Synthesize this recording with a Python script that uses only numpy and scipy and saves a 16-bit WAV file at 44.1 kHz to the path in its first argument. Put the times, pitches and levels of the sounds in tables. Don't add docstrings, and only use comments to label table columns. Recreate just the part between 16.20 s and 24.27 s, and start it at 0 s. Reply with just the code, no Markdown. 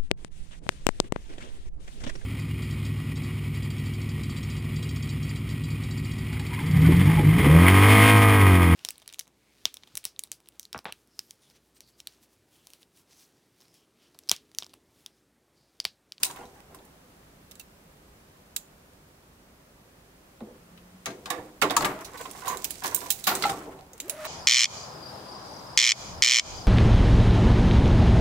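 import sys
import numpy as np
from scipy import signal
from scipy.fft import rfft, irfft, next_fast_len
from scipy.io import wavfile
from scipy.ndimage import uniform_filter1d, map_coordinates

SR = 44100
rng = np.random.default_rng(int(sys.argv[2]) if len(sys.argv) > 2 else 0)


def voltage_ratio(level):
    return 10 ** (np.asarray(level, float) / 20)


def to_wav(sig):
    pcm = np.clip(np.atleast_2d(sig), -1, 1) * 32767
    pcm = np.round(pcm).astype(np.int16)
    wavfile.write(sys.argv[1], SR, pcm.T)


N = 355887
LENGTH = 16384
T = np.arange(LENGTH) / SR
HZ = np.fft.rfftfreq(LENGTH, 1 / SR)

# (frequency [Hz], width [Hz], level [dB])
TUBE_MODES = [(2590, 660, -7), (3920, 235, 10.5), (5000, 1700, -18), (5630, 160, 3), (7660, 310, -19),
              (8280, 220, 4), (10300, 140, -14), (11220, 240, 4), (12700, 140, -6), (13260, 250, 3),
              (14100, 130, -10)]
# (time [s], peak level [dB], loudest ring [Hz], presence under 5 kHz [dB])
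SNAPS = [(0.0317, -3, 9500, -23), (1.3121, -28, 3710, -14.5), (1.355, -32.5, 7600, -15),
         (1.3967, -24.5, 14600, -16), (2.363, -9.5, 7220, -18), (6.0584, -27, 2500, -2),
         (6.112, -22.5, 10600, -20), (6.3719, -17.5, 7500, -16), (6.4442, -6, 14100, -14.5),
         (6.5066, -12, 10740, -13), (6.7469, 0.5, 14800, -29.5), (6.7625, -10.5, 8800, -21.5),
         (7.7332, -28.5, 6450, -24), (7.7792, -33.5, 8810, -16), (7.8014, -14, 7160, -13.5),
         (7.8816, -29, 13100, -17), (7.8965, -7.5, 10000, -18.5)]
# (time [s], peak level [dB], loudest ring [Hz], presence under 5 kHz [dB])
REBOUNDS = [(.0331, -4, 4800, -14.5), (.0345, -9, 2800, -8), (.052, -14, 8800, -15), (.066, -19, 9000, -18),
            (.0905, -39, 2800, -5), (.1035, -32, 3200, -5), (1.3175, -31, 3920, -10),
            (1.3995, -26, 7850, -13), (1.4125, -34, 14500, -12), (2.3645, -11, 12800, -14.5),
            (5.9353, -34, 7470, -12), (6.451, -17, 5910, -6), (6.5565, -29, 4000, -4),
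            (6.6467, -23, 2580, -12), (6.668, -13, 6040, -16), (6.678, -16, 9000, -15),
            (6.712, -24, 6000, -17), (6.9145, -9, 11500, -22), (6.924, -12, 13500, -21),
            (6.9984, -24, 15500, -25), (7.2585, -20, 13500, -14), (7.267, -21, 12500, -6),
            (7.4564, -39, 2750, -5), (7.81, -37, 14900, -18), (7.819, -33, 12700, -25),
            (7.8585, -36, 12000, -16)]
# (time [s], peak level [dB], loudest ring [Hz], presence under 5 kHz [dB])
CLATTER = [(4.8584, -14, 6450, -11), (4.9047, -30.5, 4040, -4), (5.058, -21.5, 3800, -7.5),
           (5.1034, -11, 3630, -13), (5.4163, -10, 7260, -9), (5.423, -6, 2530, -11.5),
           (5.4994, -13, 3770, 3), (5.5074, -11.5, 3570, -8.5), (5.566, -3, 7100, -11.5),
           (5.6082, -17, 4230, -12), (5.6214, -20.5, 2850, -23), (5.651, -12.5, 2780, -22),
           (6.904, -2, 15600, -19.5), (7.0903, -13.5, 4100, 2), (7.1518, -10, 8300, -18.5),
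           (7.224, -10, 4080, -7), (7.2394, -15, 4050, 22), (7.2969, -15.5, 3730, -13)]
# (time [s], peak level [dB], loudest ring [Hz], presence under 5 kHz [dB])
BRUSHES = [
    (.046, -12, 8800, -18.5),
    (5.8092, -31.5, 5340, -18),
    (5.8461, -27, 10440, -12),
    (5.85, -24.5, 5750, -12.5),
    (6.0117, -27, 7530, -13),
    (6.659, -14, 6040, -11),
    (6.8435, -29, 12700, -14),
    (7.0404, -15.5, 12000, -18.5),
    (8.051, -21, 15500, -9),
]
# (time [s], peak level [dB], loudest ring [Hz], presence under 5 kHz [dB])
SCUFFS = [
    (5.9744, -29, 8250, -11),
    (6.256, -25.5, 8450, -9),
    (6.2786, -15, 6800, -17),
    (6.636, -18, 3900, -9),
    (7.0687, -5, 14440, -10),
]
# (time [s], peak level [dB], loudest ring [Hz], presence under 5 kHz [dB])
TICKS = [
    (0.111, -26, 6900, -12),
    (0.1615, -30, 2650, -13),
    (0.254, -38.5, 6070, -10),
    (0.547, -31, 8500, -16),
    (0.588, -43, 3430, -3),
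    (0.6509, -40, 10600, -21),
    (4.2048, -45, 2980, 15),
    (4.5765, -38, 2700, 2),
    (7.59, -45, 2800, 10),
]
# (t60 [s], treble over 11 kHz [dB])
SNAP, REBOUND, CLANK = (0.05, -16), (0.038, -17), (0.068, -19)
BRUSH, SCUFF, TICK = (0.087, -17.5), (0.15, -14), (0.062, -14)


def metal_contacts():
    out = np.zeros((2, N + LENGTH))
    groups = [(SNAPS, SNAP), (REBOUNDS, REBOUND), (CLATTER, CLANK), (BRUSHES, BRUSH), (SCUFFS, SCUFF), (TICKS, TICK)]
    for table, (t60, treble_db) in groups:
        rise = .00015 + .06 * t60 ** 2
        for s, db, ring_hz, presence_db in table:
            slope = [(800, presence_db - 13), (2600, presence_db), (4500, presence_db + 1.5),
                     (7000, -10.5), (9500, -13.0), (12000, treble_db + 2.0)]
            modes = 0.97 + resonant(TUBE_MODES, HZ, vary_db=2.5) + resonant([(ring_hz, 420, 7)], HZ)
            crack = burst(t60, rise=rise, snap_db=15 - 136 * t60, tail_db=-17, tail_t60=6.2 * t60)
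            add(out, s - .0005, crack * voltage_ratio(along(slope, HZ)) * modes, db - 12.5)
    return out[:, :N]


# (frequency [Hz], width [Hz], level [dB])
BOARD_MODES = [(116, 61, -10), (206, 43, -6), (289.6, 20.5, -3), (341.3, 8.8, 1), (390, 31, -1.5),
               (494.5, 37, 0.5), (627, 106, -5), (689.3, 19.4, 5.5), (772, 78, -4.5), (910, 40, 5),
               (985, 150, -6.5), (1168, 82, 3.5), (1370, 125, -7.5), (1640, 216, 1.5), (1970, 520, -9.5),
               (2222, 24, -0.5), (2650, 55, -39)]
# (time [s], peak level [dB], t60 [s], loudest ring [Hz])
BLOWS = [(4.859, -24.5, 0.2, 1574), (5.058, -30.5, 0.25, 861), (5.102, -20, 0.27, 786),
         (5.42, -9, 0.16, 1037), (5.434, -16.5, 0.18, 860), (5.504, -16.5, 0.21, 725),
         (5.566, -7.5, 0.093, 1050), (5.608, -19, 0.34, 613), (5.647, -12.5, 0.079, 1664),
         (6.644, -17, 0.22, 1007), (7.072, -12, 0.22, 1380), (7.11, -20.5, 0.16, 740),
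         (8.047, -27.5, 0.15, 1090)]
# (time [s], peak level [dB], t60 [s], loudest ring [Hz])
TAPS = [(0.029, -32.5, 0.067, 995), (0.359, -45.5, 0.26, 824), (0.545, -39, 0.047, 1033),
        (6.056, -27.5, 0.054, 1048), (6.299, -23, 0.24, 1010), (6.622, -29, 0.21, 927),
        (6.718, -27, 0.22, 1025), (6.775, -32, 0.06, 990), (6.815, -29, 0.12, 1015),
        (6.859, -30, 0.14, 1010), (6.901, -34, 0.03, 1370), (7.238, -13.5, 0.13, 1340),
        (7.295, -18, 0.04, 1344)]
# (time [s], peak level [dB], t60 [s], loudest ring [Hz])
SKIPS = [
    (.099, -35, .15, 990),
    (.171, -35, 0.088, 1000),
    (.21, -36, .12, 800),
    (.235, -49, .1, 1170),
    (5.625, -20.5, 0.063, 1700),
    (5.66, -19, 0.1, 1190),
    (6.15, -34.5, 0.14, 806),
    (6.222, -32, 0.15, 1020),
]
# (time [s], peak level [dB], t60 [s], loudest ring [Hz])
CHIMES = [
    (0.059, -35.5, 0.25, 985),
    (0.154, -40, 0.2, 1000),
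    (6.273, -19, 0.08, 1010),
    (7.591, -37, 0.091, 764),
]
# (time [s], peak level [dB], t60 [s], loudest ring [Hz])
STEPS = [
    (0.187, -35, 0.17, 970),
    (4.207, -29, 0.083, 810),
    (4.269, -38.5, 0.13, 364),
    (4.87, -30, 0.21, 613),
]
# (share of the loudest ring [dB], thud under 500 Hz [dB])
BLOW, TAP, SKIP, CHIME, STEP = (-9.5, -16), (0.57, -12), (-2, -14), (31, -19), (-0.41, 5.1)


def deck_blows():
    out = np.zeros((2, N + LENGTH))
    low = 1 / (1 + (HZ / 560) ** 4)
    for table, (ring_db, thud_db) in [(BLOWS, BLOW), (TAPS, TAP), (SKIPS, SKIP), (CHIMES, CHIME), (STEPS, STEP)]:
        for s, db, t60, ring_hz in table:
            wood = resonant(BOARD_MODES, HZ, vary_db=2.5)
            hump = voltage_ratio(-3 * np.log2((HZ + 30) / ring_hz) ** 2)
            upper = (1 - low) * hump * (0.35 + wood) + resonant([(ring_hz, 26, ring_db + 12.0)], HZ)
            knock = upper * burst(t60, rise=0.00048, snap_db=7.0, tail_db=-23.5, tail_t60=0.99)
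            thump = burst(2.96 * t60, rise=0.0019, snap_db=15, tail_db=-10.0, tail_t60=1.0)
            thud = voltage_ratio(thud_db + 9.0) * low * wood * thump
            add(out, s - .001, knock + thud, db - 8.0)
    return out[:, :N]


# (time [s], frequency [Hz], peak level [dB], t60 [s])
RINGS = [(.06, 770, -46, 0.33), (.16, 770, -48, 0.67), (.185, 2810, -61, 0.2), (1.402, 2650, -46, 0.078),
         (4.206, 1490, -49, 0.032), (4.211, 223, -42, 0.52), (4.864, 505, -48, 0.7),
         (4.865, 662, -40, 0.27), (5.109, 304, -42, 0.97), (5.11, 517, -59, 0.64), (5.43, 402, -24, 0.2),
         (5.45, 297.5, -24.5, 0.22), (6.748, 12600, -42, .4), (6.88, 786, -44, 0.35),
         (6.904, 3220, -29, 0.038), (6.907, 15500, -33, .08), (7.075, 194, -34.5, 0.25),
         (7.252, 800, -19, 0.22),
         (.06, 1450, -53.5, .4), (.185, 1420, -53, .3), (.23, 3100, -58, .12), (5.436, 660, -24, 0.14),
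            (5.57, 1300, -22, .12), (7.075, 1130, -26, 0.11), (7.115, 390, -35, .6),
            (7.238, 2100, -24, 0.057), (7.96, 270, -49, .2), (8.045, 1180, -33.5, .15),
            (5.568, 950, -21, .12), (7.072, 1450, -21.5, .08), (7.08, 740, -29, .3),
            (7.296, 760, -26, 0.24), (6.748, 8950, -39, .25), (6.748, 13000, -42, .2),
            (6.906, 11900, -45, .2), (.157, 2200, -50, .06), (5.103, 1080, -28, .08),
            (5.103, 1780, -34, .1), (5.18, 1780, -43.5, 0.13), (.1, 980, -44, .2), (.21, 980, -47.5, .3),
            (6.325, 480, -42, 0.31), (6.275, 1050, -27, .2), (5.423, 560, -23, .2), (5.425, 1390, -25, .1),
            (5.11, 500, -37, .6), (7.47, 500, -44, .4), (7.725, 490, -52, .4), (6.25, 750, -38, .4),
            (5.44, 1050, -24, .12), (5.75, 650, -40, .3), (7.33, 1150, -36, .2)]


def ringing():
    out = np.zeros((2, N + SR))
    t = np.arange(SR // 2) / SR
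    for s, hz, db, t60 in RINGS:
        pace = 35 + hz / 40
        strength = voltage_ratio(3.0 * wobble(pace, size=len(t)))
        phase = 2 * np.pi * hz * t + 1.4 * wobble(pace, size=len(t))
        decay = (1 - np.exp(-t / 0.0013)) * voltage_ratio(db - 60 * t / t60)
        pan_db = side_db(s, hz)
        tone = decay * strength * np.sin(phase)
        out[:, round(s * SR):][:, :len(t)] += tone * voltage_ratio([[pan_db / 2], [-pan_db / 2]])
    return out[:, :N]


# (time [s], hold [s], level [dB], low-frequency weight [dB])
SHAKES = [(0.048, 0.14, -45.5, -7), (0.525, 0.034, -50.5, -3), (4.35, 0.58, -61.5, -12),
          (5.19, 0.0092, -42.5, -5), (5.604, 0.01, -21, -10.5), (5.791, 0.66, -45, -7.5),
          (7.115, 0.088, -29.5, -11.5), (7.236, 0.08, -29.5, -8), (7.41, 0.095, -44.5, 0),
          (7.72, .06, -53, -4.5), (7.88, .08, -50, 1), (8.015, .05, -38.5, -10.5)]
# (frequency [Hz], level [dB per Hz])
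RATTLE_SPECTRUM = [(300, -36), (700, -4), (1100, 6), (1700, -1), (2500, -8), (5000, -22.5)]
# (frequency [Hz], level [dB per Hz])
RUMBLE_SPECTRUM = [(60, -10.5), (150, -7), (300, -4), (600, -9), (900, -9.5), (2000, -44)]


def shaking():
    def alike(f):
        return along(NEAR_ALIKE, f)

    def rattle_response(f):
        return voltage_ratio(along(RATTLE_SPECTRUM, f)) * (2.9 + resonant(BOARD_MODES, f))

    def rumble_response(f):
        return voltage_ratio(along(RUMBLE_SPECTRUM, f)) * (0.52 + resonant(BOARD_MODES, f))

    rattle_rows = [(s, hold, db) for s, hold, db, _ in SHAKES]
    rumble_rows = [(s, hold, db + weight) for s, hold, db, weight in SHAKES]
    rattle_db = strokes(rattle_rows, rise_db_per_s=315, fall_db_per_s=97)
    rumble_db = strokes(rumble_rows, rise_db_per_s=248, fall_db_per_s=72)
    rattle = unit(voltage_ratio(3.6 * wobble(45)) * rush(rattle_response, alike))
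    rumble = unit(voltage_ratio(2.0 * wobble(25)) * rush(rumble_response, alike))
    return voltage_ratio(rattle_db - 8.5) * rattle + voltage_ratio(rumble_db - 1.4) * rumble


# (time [s], hold [s], level [dB])
SLIDES = [
    (.06, 0.17, -52),
    (.39, 0.0074, -57),
    (5.94, 0.085, -38),
    (6.16, .08, -46.5),
    (6.25, 0.094, -33),
    (6.64, .01, -59),
]
# (frequency [Hz], width [Hz], level [dB])
SCRAPE_MODES = [(484, 51, -4), (770, 150, -7), (1010, 91, -2), (1131, 26, 3.5), (1493, 24, -5),
                (1970, 560, -13.5)]


def sliding():
    level_db = strokes(SLIDES, rise_db_per_s=344, fall_db_per_s=256)
    slips = voltage_ratio(2.2 * wobble(55) + 2.5 * wobble(200))
    scrape = unit(slips * rush(lambda f: resonant(SCRAPE_MODES, f), lambda f: .5))
    return voltage_ratio(level_db - 5.5) * scrape * voltage_ratio([[-2.1], [2.1]])


# (time [s], hold [s], level [dB])
RUSTLES = [(0, 0.11, -51.5), (.15, 0.14, -56), (.5, .2, -74), (4.9, .1, -61), (5.08, 0.17, -58),
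           (5.59, 0.45, -56), (5.99, 0.45, -46), (6.35, 0.36, -44), (6.78, 0.11, -41.5), (7, .01, -44.5),
           (7.1, .1, -38), (7.24, 0.0087, -33.5), (7.85, .15, -54), (8.07, .01, -43.5)]
# (frequency [Hz], level [dB per Hz])
NYLON_SPECTRUM = [(900, -29), (2000, 2.5), (4000, 3.5), (8000, 7), (12000, -2.5), (16000, -1)]


def nylon():
    level_db = strokes(RUSTLES, rise_db_per_s=102, fall_db_per_s=99)
    level_db = level_db + curves(SIDE_OF)[0] * np.array([[.5], [-.5]])
    crackle = voltage_ratio(wobble(40) + 1.3 * wobble(150) + 3.5 * wobble(650))
    rustle = unit(crackle * rush(lambda f: voltage_ratio(along(NYLON_SPECTRUM, f)), lambda f: .15))
    return voltage_ratio(level_db - 5.0) * rustle


# (time [s], tooth rate [teeth/s], level [dB], unevenness [0-1])
ZIP = [
    (7.81, 250, -70, .04),
    (7.835, 280, -51, .06),
    (7.865, 390, -55, .1),
    (7.9, 580, -55, .1),
    (7.94, 615, -50, .05),
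    (7.97, 622, -49, .04),
    (8.01, 618, -41.5, .02),
    (8.07, 628, -40.5, .02),
]
# (frequency [Hz], level [dB])
TEETH_SPECTRUM = [(200, -2), (620, 0), (1240, -7), (1850, -8)]


def zip_pull():
    rate, db, uneven = curves([(0, 246.4, -130, 0.0016), (7.78, 250.9, -130, 0.0088), *ZIP])
    turn = 2 * np.pi * np.cumsum(rate * (1 + uneven * wobble(130))) / SR
    buzz = 0
    for k in range(1, 4):
        harmonic_db = along(TEETH_SPECTRUM, k * rate) - 5.5 * (k - 1) - 70 * uneven * (k - 2.0)
        phase = k * turn + .5 * (k - 1) * wobble(150)
        buzz = buzz + voltage_ratio(harmonic_db + 2.1 * wobble(90)) * np.sin(phase)
    hiss = rush(lambda f: resonant([(660, 370, -39), (1700, 850, 13)], f), lambda f: .6)
    rasp = (1.44 + np.sin(turn)) * hiss
    t = np.arange(N) / SR
    rasp_db = -48.5 + 62 * (t - t[-1]) - 400 * np.maximum(ZIP[1][0] - t, 0)
    return voltage_ratio(db + 3.0) * buzz + voltage_ratio(rasp_db) * rasp


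# (time [s], frequency [Hz], level [dB])
ENGINE = [
    (4.36, 167, -69),
    (4.52, 174, -59),
    (4.95, 190.8, -63),
    (5.08, 199.4, -71),
    (5.3, 203, -65),
    (5.45, 205, -66),
]


def engine():
    hz, db = curves([(4.2, 160, -110), *ENGINE, (5.6, 220, -110)])
    return voltage_ratio(db + 7.0 + 2.2 * wobble(21)) * np.sin(2 * np.pi * np.cumsum(hz) / SR)


# (time [s], level [dB])
NIGHT = [
    (0, -55),
    (4, -56),
    (7.2, -51.5),
    (7.7, -55.5),
    (8.07, -57),
]
# (frequency [Hz], level [dB per Hz])
AIR_SPECTRUM = [(12, -37), (20, -11), (49, 0.5), (119, -4.5), (157, -1), (352, -7.5), (393, -6), (452, -9),
                (491, -7), (811, -11.5), (1230, -13), (3640, -21.5), (20000, -27.5)]
# (frequency [Hz], left-right likeness [-1 to 1])
AIR_ALIKE = [(60, 1.0), (130, 1), (290, 0.91), (640, 0.3), (1410, -0.11), (3100, -0.22), (6820, -0.011),
             (15000, 0.095)]


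def night():
    level_db = curves(NIGHT)[0] + .4 * wobble(1.3) + np.array([[-.45], [.45]])
    return voltage_ratio(level_db) * rush(lambda f: voltage_ratio(along(AIR_SPECTRUM, f)), lambda f: along(AIR_ALIKE, f))


# (frequency [Hz], left-right likeness [-1 to 1])
NEAR_ALIKE = [(60, 1), (250, 1), (600, 0.87), (1500, 0.18), (15000, 0.034)]


def add(track, s, pair, db):
    turn = np.arccos(np.clip(along(NEAR_ALIKE, HZ), 0, 1)) / 2
    mid, side = pair * [np.cos(turn), np.sin(turn)]
    pan_db = np.interp(s, *np.transpose(SIDE_OF))
    lag_s = -pan_db * 1.5e-5
    shade = voltage_ratio(side_db(s, HZ) / 2) * np.exp(-1j * np.pi * HZ * lag_s)
    sound = irfft([(mid + side) * shade, (mid - side) / shade])
    height = np.sqrt(uniform_filter1d(np.mean(sound ** 2, 0), size=132).max())
    track[:, round(s * SR):][:, :LENGTH] += sound / height * voltage_ratio(db)


# (time [s], left minus right level [dB])
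SIDE_OF = [(0, -3), (.05, 0), (.15, -2.5), (1.4, -7.5), (2.36, -6), (4.2, -1), (4.86, -3), (5.06, -1),
           (5.1, -8), (5.51, -8), (5.565, 0), (5.65, 0), (5.8, -7), (6.44, -10), (6.9, -9), (7.04, -7.5),
           (7.07, -4), (7.11, -1), (7.15, -5.5), (7.3, -6.5), (7.78, -2.5), (7.89, -6), (8.05, -9)]
# (frequency [Hz], share [1])
SHADOW = [(200, 0), (1000, .4), (4000, .75), (12000, 1.5)]
# (time [s], further left minus right level [dB])
MIDDLE_SIDE = [(0, 0), (2.36, 3), (4.2, -2), (4.86, 7), (5.06, 6), (5.1, -5), (5.51, -2), (5.565, 4),
               (5.61, 1), (5.65, 3), (5.8, -2), (6.28, -4), (6.44, 0), (6.64, 2), (6.9, -2), (7.04, -3),
               (7.07, 1.5), (7.3, 2), (8.07, 1)]
# (frequency [Hz], share [1])
MIDDLE = [(400, 0), (900, 1), (3500, .8), (6500, 0)]


def side_db(s, hz):
    action_db = np.interp(s, *np.transpose(SIDE_OF)) * along(SHADOW, hz)
    return action_db + np.interp(s, *np.transpose(MIDDLE_SIDE)) * along(MIDDLE, hz)


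def burst(t60, rise, snap_db, tail_db, tail_t60):
    snap = voltage_ratio(snap_db - 60 * T / 0.0074)
    chatter = voltage_ratio(-60 * T / t60)
    scatter = voltage_ratio(tail_db - 60 * T / tail_t60) * (1 - T / T[-1])
    return rfft((1 - np.exp(-T / rise)) * (snap + chatter + scatter) * rng.standard_normal((2, LENGTH)))


def resonant(modes, f, vary_db=0):
    total = 0
    for k, (centre, width, db) in enumerate(modes):
        strength = (-1) ** k * voltage_ratio(db + vary_db * rng.standard_normal())
        total = total + strength * 1j * f * width / (centre * centre - f * f + 1j * f * width)
    return total


def rush(response, alike):
    m = next_fast_len(N)
    hz = np.fft.rfftfreq(m, 1 / SR)
    turn = np.arccos(np.clip(alike(hz) + 0 * hz, -1, 1)) / 2
    noise = rfft(rng.standard_normal((2, m)))
    mid, side = irfft(noise * response(hz) * [np.cos(turn), np.sin(turn)], m)[:, :N]
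    return unit(np.array([mid + side, mid - side]))


def strokes(rows, rise_db_per_s, fall_db_per_s):
    s, hold, db = np.transpose(rows)[:, :, None]
    t = np.arange(0, N / SR + .01, .002)
    before = np.maximum(s - t, 0)
    after = np.maximum(t - s - np.abs(hold), 0)
    level = db - rise_db_per_s * before - fall_db_per_s * after
    return np.interp(np.arange(N) / SR, t, level.max(axis=0))


def wobble(rate, size=N):
    knots = rng.standard_normal(int(size * 700 / SR) + 4)
    return map_coordinates(knots, [np.arange(size) * min(rate, 700) / SR])


def curves(rows):
    s, *cols = np.transpose(rows)
    return [np.interp(np.arange(N) / SR, s, c) for c in cols]


def along(points, hz):
    f, v = np.transpose(points)
    return np.interp(np.log(hz + 1), np.log(f + 1), v)


def unit(x):
    return x / np.sqrt(np.mean(x ** 2) + 1e-20)


def scene():
    pole = metal_contacts() + deck_blows() + ringing()
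    movement = shaking() + sliding() + nylon() + zip_pull()
    return pole + movement + engine() + night()


def roll_off(x):
    return signal.sosfilt(signal.butter(12, 17040, fs=SR, output="sos"), x)


# (frequency [Hz], level [dB])
BAND = [(15750, 0), (15950, -36), (16900, -40), (17100, -90)]


def record(dry):
    m = next_fast_len(N)
    gain = voltage_ratio(along(BAND, np.fft.rfftfreq(m, 1 / SR)))
    kept = irfft(rfft(dry, m) * gain, m)[:, :N]
    return roll_off(kept)


dry = scene()
out = record(dry)
to_wav(out)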